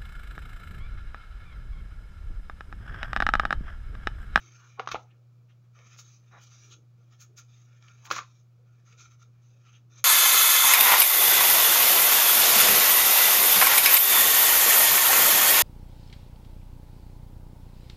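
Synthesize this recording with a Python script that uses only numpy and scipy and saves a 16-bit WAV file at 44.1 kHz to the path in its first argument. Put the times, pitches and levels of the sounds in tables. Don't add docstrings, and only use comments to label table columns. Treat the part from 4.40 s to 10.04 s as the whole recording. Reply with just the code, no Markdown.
import sys
import numpy as np
from scipy import signal
from scipy.fft import rfft, irfft, next_fast_len
from scipy.io import wavfile
from scipy.ndimage import map_coordinates

SR = 44100
rng = np.random.default_rng(int(sys.argv[2]) if len(sys.argv) > 2 else 0)


def wav_out(sig):
    wavfile.write(sys.argv[1], SR, np.round(np.clip(np.atleast_2d(sig).T, -1, 1) * 32767).astype(np.int16))


N = 248784
TIME = np.arange(N) / SR


def snaps(crackle_fade_s=.028):
    # start_s, pop_db, pitch_hz, crackle_db
    buckles = [(0.3941, -28.5, 464, -44), (.3960, -17, 1120, -39.5), (.3995, -24.5, 772, -56),
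               (0.46, -47, 1210, -49), (0.474, -13.5, 1110, -32.5), (0.4878, -25, 1290, -33.5),
               (.5150, -26, 1130, -27), (0.5185, -28, 1370, -26), (0.5452, -13, 716, -56),
               (.553, -20, 1244, -54), (.5580, -24, 840, -56.5), (3.673, -42.5, 1101, -44.5),
               (3.7031, -27, 1039, -32.5), (3.7118, -7.5, 1271, -17), (3.7162, -29.5, 474, -40),
               (3.722, -31, 1500, -32), (3.731, -29.5, 1593, -42), (3.7643, -21.5, 1090, -34.5),
               (3.7814, -26, 1273, -47), (3.788, -23, 1200, -46), (3.8140, -39.5, 1170, -58)]
    # pop_db, attack_s, fade_s (time to fall 60 dB)
    pop_shapes = [(-28, .001, .03), (-22, 0.00073, .024), (-16, 0.00036, .008), (-11, .0003, .007)]
    # frequency_hz, level_db
    flap_tone = [(150, -19.5), (450, -7.5), (800, -6), (1250, 2), (1800, -5.5), (2400, -4), (3700, -11.5),
                 (5000, -25), (6500, -32.5), (8200, -60)]
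    t = np.arange(SR // 8) / SR
    opening = 1 - np.exp(-t / 0.00038)
    first_crack = 0.75 + 0.34 * np.exp(-t / 0.00062)
    strengths, attacks, fades = np.transpose(pop_shapes)
    pops, flap_power, crease_power = np.zeros((3, N))
    for start_s, pop_db, pitch_hz, crackle_db in buckles:
        span = slice(round(start_s * SR), round(start_s * SR) + len(t))
        attack_s = np.interp(pop_db, strengths, attacks)
        fade_s = np.interp(pop_db, strengths, fades)
        push = (1 - np.exp(-t / attack_s)) * gain(pop_db - 60 * t / fade_s)
        sagging_hz = pitch_hz * (1 + 0.13 * np.exp(-t / 0.00078))
        pops[span] += push * np.sin(2 * np.pi * np.cumsum(sagging_hz) / SR)
        flap_power[span] += (push * min(1, 1200 / pitch_hz)) ** 2
        crease_power[span] += (opening * first_crack * gain(crackle_db - 60 * t / crackle_fade_s)) ** 2
    pops = signal.sosfilt(signal.butter(2, 130, "high", fs=SR, output="sos"), pops)
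    pops = signal.sosfilt(signal.butter(10, 6900, fs=SR, output="sos"), pops)
    flap = gain(-11) * colour(np.sqrt(flap_power) * rng.standard_normal(N), flap_tone)
    return pops + flap + crackle(np.sqrt(crease_power) * rng.standard_normal(N))


def crackle(noise):
    # frequency_hz, level_db
    crease_tone = [(40, -14), (150, -5.5), (450, -5), (750, -5.5), (1300, 7), (1900, 1.5), (2400, 5),
                   (2900, -0.5), (3800, 1), (5000, -3.5), (6500, -1), (7200, -22), (8000, -44),
                   (15500, -43)]
    return colour(noise, crease_tone)


def crinkles():
    # start_s, length_s, level_db
    bends = [(0.405, .02, -61), (0.508, 0.024, -46.5), (3.716, 0.075, -42.5)]
    # frequency_hz, level_db
    flutter_tone = [(200, -29), (700, -15), (1000, -4.5), (1250, 1), (1600, -1), (2400, -11.5), (5000, -29),
                    (8000, -57)]
    bending = sum(gain(level_db) * held(start_s, length_s, attack_s=0.0057, fade_s=.13)
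                  for start_s, length_s, level_db in bends)
    flutter = patchy(fibres(spread_db=3.5), depth_db=7.5, width_hz=150, length_s=.03)
    creases = crackle(bending * fibres(spread_db=2.5))
    return creases + gain(-5) * colour(bending * flutter, flutter_tone)


def edge_flicks():
    # peak_s, level_db, rise_s, fizz_db (compared with the scrape)
    flicks = [(.519, -50.5, 0.0051, -5), (1.595, -49.5, 0.012, -12.5), (2.028, -60.5, .015, -9),
              (2.326, -54.5, 0.0077, -35), (2.818, -55, 0.012, -7), (2.984, -49, .009, -11),
              (3.658, -52, .008, -8.5), (3.719, -40.5, 0.0092, -8.5), (3.765, -43, 0.015, -13.5),
              (4.608, -56, 0.017, -23), (5.584, -57, 0.0062, -23)]
    # frequency_hz, level_db
    edge_tone = [(300, -25.5), (900, -15), (1350, 7), (2000, -11.5), (2400, 5), (2900, -6.5), (3700, 1),
                 (5200, 3.5), (6500, 12), (7200, 4), (8200, -36.5), (15500, -33.5)]
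    # frequency_hz, level_db
    fizz_tone = [(6000, -23), (8000, -7), (9500, -11), (12000, -4), (13500, -8), (15000, -2), (15800, 1.5)]
    scrape, fizz = np.zeros((2, N))
    for peak_s, level_db, rise_s, fizz_db in flicks:
        stroke = gain(level_db) * swell(peak_s, rise_s, fall_s=1.3 * rise_s)
        scrape += stroke
        fizz += stroke * gain(fizz_db)
    grains = fibres(spread_db=3.5)
    drifting_grains = patchy(grains, depth_db=2.0, width_hz=300, length_s=.05)
    return colour(scrape * drifting_grains, edge_tone) + colour(fizz * grains, fizz_tone)


def edge_ticks():
    # start_s, level_db
    slips = [(1.389, -51.5), (1.5628, -55), (1.5883, -47), (2.8006, -65), (3.425, -54), (3.483, -50.5),
             (3.6537, -44.5), (3.6663, -50.5)]
    bursts = sum(gain(level_db) * held(start_s, length_s=0.00079, attack_s=0.00049, fade_s=0.013)
                 for start_s, level_db in slips)
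    return crackle(bursts * rng.standard_normal(N))


def slides():
    # start_s, length_s, rub_db, hiss_db, growth_db (change along the slide)
    strokes = [(-.03, .33, -65.5, -65.5, -4), (0.274, .11, -70.5, -74.5, -3),
               (0.582, 0.035, -74, -65.5, -3), (.65, .1, -72.5, -91.5, -7), (1.077, 0.033, -71, -82, 0),
               (1.227, 0.026, -76, -90, 0), (1.327, 0.12, -65, -71, 4.5), (1.44, .1, -65, -64, 2.5),
               (1.553, .21, -72, -63.5, -1.5), (1.789, 0.24, -73, -76, 15), (1.999, .33, -69, -62.5, 7),
               (2.096, 0.034, -64, -63, 2.5), (2.557, .14, -78, -83.5, 4), (2.696, .05, -67, -68.5, 1.5),
               (2.775, 0.068, -68, -67, -3), (2.959, 0.048, -64.5, -61, 1.5),
               (3.075, .18, -72.5, -69, -3.5), (3.252, 0.13, -72, -74, 2.5), (3.39, 0.12, -65, -68.5, 4.5),
               (3.514, 0.18, -69, -69, 5.5), (3.822, 0.18, -75.5, -72, -8), (4.247, 0.25, -80.5, -85.5, -2),
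               (4.444, .085, -64.5, -67, 7.5), (4.561, 0.095, -63, -61.5, 3),
               (4.693, 0.039, -66, -63.5, -2.5), (4.778, 0.048, -70.5, -68, 3), (4.907, 0.1, -79, -89, -2),
               (5.007, 0.25, -77.5, -76, 1.5), (5.237, .14, -69, -71.5, -5), (5.492, .1, -67.5, -64.5, 11)]
    # frequency_hz, level_db
    rub_tone = [(200, -30), (450, -21), (900, -15), (1100, -8.5), (1320, 4), (1520, -8.5), (1800, -4.5),
                (2060, -14), (2340, 2), (2650, -9), (3400, -16.5), (8000, -64)]
    # frequency_hz, level_db
    hiss_tone = [(1500, -32), (2600, -15), (3200, -9), (3750, 0), (4300, -8.5), (5200, -4), (6400, 6),
                 (7100, -9), (8200, -31.5), (10500, -36.5), (12000, -28), (13500, -40), (15500, -22.5)]
    rub, hiss = np.zeros((2, N))
    for start_s, length_s, rub_db, hiss_db, growth_db in strokes:
        speed = held(start_s, length_s, attack_s=0.03, fade_s=.15, growth_db=growth_db)
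        rub = np.hypot(rub, gain(rub_db) * speed)
        hiss = np.hypot(hiss, gain(hiss_db) * speed)
    grip = unit_level(gain(1.8 * wobble(70)))
    grains = grip * patchy(fibres(spread_db=1.5), depth_db=3.5, width_hz=200, length_s=.08)
    return colour(rub * grains, rub_tone) + colour(hiss * grains, hiss_tone)


def palm():
    # frequency_hz, level_db
    palm_tone = [(250, -1.5), (750, 8.5), (1200, 13), (1750, 8.5), (2400, 1), (3000, -29), (3900, 4),
                 (4500, -46), (9000, -71)]
    touch = gain(-55.5) * held(start_s=1.905, length_s=0.077, attack_s=.035, fade_s=.1)
    return colour(touch * fibres(spread_db=2.0), palm_tone)


def brushes():
    # peak_s, level_db, rise_s (also its fall), pitch_hz
    movements = [(.03, -70.5, 0.095, 326), (.24, -62, 0.032, 1284), (0.391, -46.5, 0.008, 980),
                 (0.398, -44, 0.0052, 503), (0.547, -55.5, 0.02, 74), (0.548, -39, 0.0056, 370),
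                 (0.713, -66.5, 0.0071, 2680), (1.111, -72.5, 0.013, 2900), (1.401, -68.5, 0.016, 580),
                 (2.329, -55.5, 0.014, 3400), (2.33, -68.5, 0.065, 350), (3.485, -54.5, 0.0038, 2530),
                 (3.681, -56, 0.027, 1000), (3.718, -50.5, 0.0097, 370), (4.213, -73, .035, 465),
                 (5.284, -67.5, 0.029, 2740), (5.355, -62, 0.015, 2900), (5.5, -72, 0.062, 309)]
    puffs = np.zeros(N)
    for peak_s, level_db, rise_s, pitch_hz in movements:
        band = signal.butter(2, [pitch_hz / 1.2, pitch_hz * 1.164], "band", fs=SR, output="sos")
        noise = unit_level(signal.sosfilt(band, rng.standard_normal(N)))
        puffs += gain(level_db) * swell(peak_s, rise_s, fall_s=rise_s) * noise
    return puffs


def low_background():
    # frequency_hz, level_db
    low_tone = [(150, -24), (310, -3.5), (500, -2), (900, -25.5), (3000, -60.5)]
    noise = patchy(rng.standard_normal(N), depth_db=5.5, width_hz=110, length_s=0.072)
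    return gain(-82.7 + 3.5 * wobble(11)) * colour(noise, low_tone)


def room_echo(sound, near_db, tail_db):
    # frequency_hz, fade_s
    wall_fades = [(150, .35), (1200, 0.23), (3000, 0.18), (6500, 0.27), (14000, 0.062)]
    hz, t, bands = signal.stft(rng.standard_normal(SR // 2), SR, nperseg=256)
    fading = gain(-60 * t / look_up(wall_fades, hz)[:, None])
    tail = signal.istft(bands * fading, SR, nperseg=256)[1]
    delay_s = np.arange(len(tail)) / SR
    tail *= 1 - np.exp(-delay_s / 0.0021)
    near = rng.standard_normal(len(delay_s)) * gain(-60 * delay_s / 0.15) * (delay_s > .001)
    echoes = gain(near_db) * near / np.linalg.norm(near) + gain(tail_db) * tail / np.linalg.norm(tail)
    return signal.fftconvolve(sound, echoes)[:N]


def mains_hum(pitch_hz=120):
    phase = 2 * np.pi * pitch_hz * TIME + 0.033 * wobble(3.3)
    low_note = gain(-56.0 + 0.91 * wobble(15)) * np.sin(phase)
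    overtone = gain(-86.5) * np.sin(3 * phase)
    return np.sqrt(2) * (low_note + overtone)


def room_air():
    # frequency_hz, level_db
    air_tone = [(25, -27.5), (75, -3.5), (140, 2.5), (220, -7), (350, -15), (600, -15.5), (1000, -22.5),
                (1300, -16.5), (1600, -25), (2050, -29), (2340, -22), (2700, -28), (4000, -29), (6800, -30),
                (8500, -42.5), (13500, -39.5), (15200, -34)]
    air = patchy(rng.standard_normal(N), depth_db=1, width_hz=68, length_s=0.03)
    return gain(-69.5) * colour(air, air_tone)


def fibres(spread_db):
    return unit_level(rng.standard_normal(N) * gain(spread_db * wobble(1500)))


def gain(db):
    return 10 ** (np.asarray(db) / 20)


def unit_level(sound):
    return sound / np.sqrt(np.mean(sound ** 2) + 1e-20)


def look_up(points, hz):
    frequencies, values = np.transpose(points)
    return np.interp(np.log(hz + 1), np.log(frequencies), values)


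def held(start_s, length_s, attack_s, fade_s, growth_db=0):
    t = TIME - start_s
    hold_db = growth_db * (np.clip(t / length_s, 0, 1) - .5)
    drop_db = 60 * np.maximum(t - length_s, 0) / fade_s
    return np.clip(t / attack_s, 0, 1) * gain(hold_db - drop_db)


def swell(peak_s, rise_s, fall_s):
    return np.exp(-.5 * ((TIME - peak_s) / np.where(TIME < peak_s, rise_s, fall_s)) ** 2)


def wobble(points_per_s):
    return map_coordinates(rng.standard_normal(int(N * points_per_s / SR) + 4), [TIME * points_per_s])


def colour(sound, tone, size=4096):
    cepstrum = irfft(np.log(gain(look_up(tone, np.fft.rfftfreq(size, 1 / SR)))))
    cepstrum[1:size // 2] *= 2
    cepstrum[size // 2 + 1:] = 0
    response = irfft(np.exp(rfft(cepstrum)))
    return signal.fftconvolve(sound, response / np.linalg.norm(response))[:N]


def patchy(sound, depth_db, width_hz, length_s):
    hz, t, bands = signal.stft(sound, SR, nperseg=1024)
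    positions = np.meshgrid(hz / width_hz, t / length_s, indexing="ij")
    patches = map_coordinates(rng.standard_normal((400, 400)), positions, mode="mirror")
    return unit_level(signal.istft(bands * gain(depth_db * patches), SR, nperseg=1024)[1][:N])


def scene():
    paper = snaps() + crinkles() + edge_ticks() + edge_flicks() + slides() + palm() + brushes()
    direct = paper + low_background()
    echo = room_echo(direct, near_db=-10.5, tail_db=-17.0)
    return (direct + echo + mains_hum() + room_air())[None]


def record(dry):
    top_hz = 15800
    size = next_fast_len(N + SR // 2)
    kept = np.fft.rfftfreq(size, 1 / SR) < top_hz
    return irfft(rfft(dry, size) * kept, size)[:, :N]


dry = scene()
out = record(dry)
wav_out(out)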